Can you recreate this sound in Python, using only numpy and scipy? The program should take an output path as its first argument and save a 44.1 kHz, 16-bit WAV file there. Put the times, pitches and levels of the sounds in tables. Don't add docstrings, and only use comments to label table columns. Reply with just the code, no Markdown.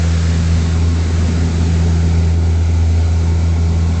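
import sys
import numpy as np
from scipy import signal
from scipy.fft import rfft, irfft
from scipy.io import wavfile
from scipy.ndimage import uniform_filter1d

SR = 44100
rng = np.random.default_rng(int(sys.argv[2]) if len(sys.argv) > 2 else 0)


def file_out(sig):
    cols = np.atleast_2d(sig).T
    lim = np.clip(cols, -1, 1)
    pcm = np.round(lim * 32767).astype(np.int16)
    wavfile.write(sys.argv[1], SR, pcm)


N = 176400

# time in seconds, blade-pass frequency in Hz.
BLADE_RATE = [(0, 82.4), (1, 82.89), (1.8, 82.88), (2.8, 82.83), (4, 83.04)]
# time in seconds, level in dB.
HUM_LEVEL = [(0, -13.8), (.42, -14.5), (.56, -12.5), (.67, -15.5), (.76, -13), (1.03, -14.3), (1.12, -15),
             (1.22, -14), (1.31, -16.5), (1.41, -13.6), (1.52, -17.5), (1.62, -13.5), (2.5, -12.5),
             (2.95, -12), (3.1, -13.4), (3.27, -13), (3.55, -13.5), (4, -14)]
OCTAVE_LEVEL = [(0, -22.5), (.4, -21.5), (.75, -23.3), (1.05, -27.5), (1.35, -25), (1.65, -21), (2.1, -20),
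                (2.55, -28.5), (2.85, -31), (3.05, -30.5), (3.25, -25), (3.6, -24.5), (4, -24.5)]
# harmonic number, level in dB in the cabin, level in dB at the window.
OVERTONES = [(3, -38, -38.5), (4, -43.5, -44), (5, -44.5, -41.5), (6, -49.5, -56), (7, -56, -52.5),
             (9, -55, -50.5), (11, -56.5, -54.5)]
# time in seconds, position from 0 (cabin) to 1 (window).
FACING = [(0, 0.19), (.45, 0), (.8, .35), (1.2, .18), (1.7, 0.21), (2.35, .85), (3.4, 0.88), (4, 0.91)]
# frequency in Hz, relative density in dB.
RUMBLE_SPECTRUM = [(10, -19), (24, -8.5), (38, -1), (52, -7), (68, -5), (90, 1.5), (112, -2.5), (135, -7.5),
                   (170, -13), (230, -23.5), (600, -72)]
BOOM_SPECTRUM = [(60, -31), (100, -2.5), (140, -5), (185, -2), (218, .5), (245, 0.5), (270, -4.5),
                 (300, -16), (400, -40), (900, -79.5)]
ROAR_SPECTRUM = [(200.0, -36), (280.0, -1), (320.0, -3), (380.0, 2.9), (415.0, -2.5), (455.0, -9.5),
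                 (560.0, -14.5), (720.0, -9), (820.0, -15.5), (905.0, -10), (970.0, -29.5), (1500.0, -69.5)]
# frequency in Hz, relative density in dB.
CABIN_AIR_SPECTRUM = [(200.0, -23), (420.0, 2), (520.0, 3.5), (600.0, -0.1), (800.0, -2), (1100.0, -5),
                      (1250.0, -0.8), (1700.0, -1.6), (2200.0, -4), (3150.0, -7.5), (3950.0, -6),
                      (5600.0, -8), (7200.0, -7.5), (7900.0, -11.5), (8500.0, -23.5), (9000.0, -37)]
WINDOW_AIR_SPECTRUM = [(200.0, -25.5), (420.0, 0.2), (650.0, -1.8), (880.0, -1), (1000.0, -9.5),
                       (1170.0, -11.5), (1300.0, -5), (1650.0, -10.5), (1830.0, -12.5), (2500.0, -10.8),
                       (3050.0, -15), (4000.0, -11.5), (5300.0, -14), (6900.0, -13), (7750.0, -16.5),
                       (8400.0, -27.5), (9000.0, -41)]
# centre in Hz, half width in Hz, boost in dB.
WINDOW_RESONANCES = [(905, 35, 1.5), (1432, 71, 5), (2020, 74, 5.5), (2260, 115, 6.5)]
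# time in seconds, level in dB.
BOOM_LEVEL = [(0, -33), (.5, -27.5), (1, -26.5), (1.22, -23), (1.5, -24.8), (2, -29.8), (2.5, -32.5),
              (3.1, -30), (4, -28.8)]
ROAR_LEVEL = [(0, -38.5), (.3, -39.5), (.8, -34.7), (1.4, -29.7), (1.9, -30), (2.4, -33.5), (3.2, -35.5),
              (4, -34)]
TREBLE_LEVEL = [(0.0, -33.6), (0.48, -34), (0.95, -37.0), (1.16, -35), (1.5, -36), (1.65, -35.5),
                (2.1, -37.4), (2.3, -38.7), (2.37, -42), (2.46, -39.5), (3.2, -39.1), (3.6, -40),
                (4.0, -38.5)]
WHINE_LEVEL = [(0.0, -52), (0.9, -45), (1.6, -56), (2.4, -62), (3.0, -59.5), (3.5, -47.5), (4.0, -43.5)]

FLUTTER_HZ, HUM_FLUTTER_DB, OVERTONE_FLUTTER_DB, JITTER_TURNS = 8.3, 0.09, 2.2, .002
PATCH_S, PATCH_HZ, AIR_PATCH_DB = .08, 300, 1.04
FRAME, HOP = 2048, 512
T = np.arange(N) / SR
BINS = np.fft.rfftfreq(FRAME, 1 / SR)
FRAME_T = np.arange(N // HOP + 3) * HOP / SR


def amp(db):
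    return 10 ** (np.asarray(db) / 20)


def unit(x):
    return x / np.sqrt(np.mean(x ** 2) + 1e-20)


def curve(rows, t=T):
    return np.interp(t, *np.transpose(rows))


def spectrum_db(rows):
    hz, db = np.transpose(rows)
    return np.interp(np.log(BINS + 1), np.log(hz + 1), db)


def wander(rate_hz):
    hz = np.fft.rfftfreq(N, 1 / SR)
    low_pass = np.exp(-(hz / rate_hz) ** 2) * (hz > 0)
    return unit(irfft(rfft(rng.standard_normal(N)) * low_pass, N))


def turbulence(gain, patch_db):
    real, imag, patches = rng.standard_normal((3, len(FRAME_T), len(BINS)))
    patches = uniform_filter1d(patches, round(PATCH_S * SR / HOP), axis=0)
    patches = unit(uniform_filter1d(patches, round(PATCH_HZ * FRAME / SR), axis=1))
    spectra = (real + 1j * imag) * gain * amp(patch_db * patches)
    _, noise = signal.istft(spectra.T, nperseg=FRAME, noverlap=FRAME - HOP)
    return unit(noise[:N])


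def propeller(blade_cycles):
    tones = np.zeros(N)
    for harmonic, envelope in [(1, HUM_LEVEL), (2, OCTAVE_LEVEL)]:
        level = curve(envelope) + HUM_FLUTTER_DB * wander(FLUTTER_HZ)
        tones += amp(level) * np.cos(2 * np.pi * harmonic * blade_cycles)
    facing = curve(FACING)
    for harmonic, cabin_db, window_db in OVERTONES:
        level = cabin_db + (window_db - cabin_db) * facing + OVERTONE_FLUTTER_DB * wander(FLUTTER_HZ)
        tones += amp(level) * np.cos(2 * np.pi * (harmonic * blade_cycles + rng.random()))
    return np.sqrt(2) * tones


def airframe_and_engines(rumble_db=-29):
    layers = [(RUMBLE_SPECTRUM, rumble_db),
              (BOOM_SPECTRUM, curve(BOOM_LEVEL)),
              (ROAR_SPECTRUM, curve(ROAR_LEVEL))]
    return sum(amp(db) * turbulence(amp(spectrum_db(rows)), patch_db=0.87) for rows, db in layers)


def slipstream(blade_cycles, trim_db=-0.08, chop_depth=0.027):
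    facing = curve(FACING, FRAME_T)[:, None]
    hollow_db = sum(db * np.exp(-((BINS - hz) / width) ** 2) for hz, width, db in WINDOW_RESONANCES)
    window_db = spectrum_db(WINDOW_AIR_SPECTRUM) + hollow_db
    gain = amp((1 - facing) * spectrum_db(CABIN_AIR_SPECTRUM) + facing * window_db)
    treble = (BINS > 2500) & (BINS < 8000)
    gain /= np.linalg.norm(gain[:, treble], axis=1)[:, None]
    full_band_rms = np.sqrt(np.mean(np.sum(gain ** 2, axis=1)))
    rush = full_band_rms * turbulence(gain, AIR_PATCH_DB)
    chop = 1 + chop_depth * np.cos(2 * np.pi * blade_cycles)
    return rush * amp(curve(TREBLE_LEVEL) + trim_db) * chop


def whine(centre_hz=1080, half_width_hz=55):
    band = np.exp(-((BINS - centre_hz) / half_width_hz) ** 2)
    return amp(curve(WHINE_LEVEL)) * turbulence(band, AIR_PATCH_DB)


def scene():
    blade_cycles = np.cumsum(curve(BLADE_RATE)) / SR + JITTER_TURNS * wander(FLUTTER_HZ)
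    cabin = propeller(blade_cycles) + airframe_and_engines() + slipstream(blade_cycles) + whine()
    return cabin[None]


def record(dry):
    taps = signal.firwin(401, 8750, window=("kaiser", 9), fs=SR)
    return signal.oaconvolve(dry, taps[None], "same")


dry = scene()
out = record(dry)
file_out(out)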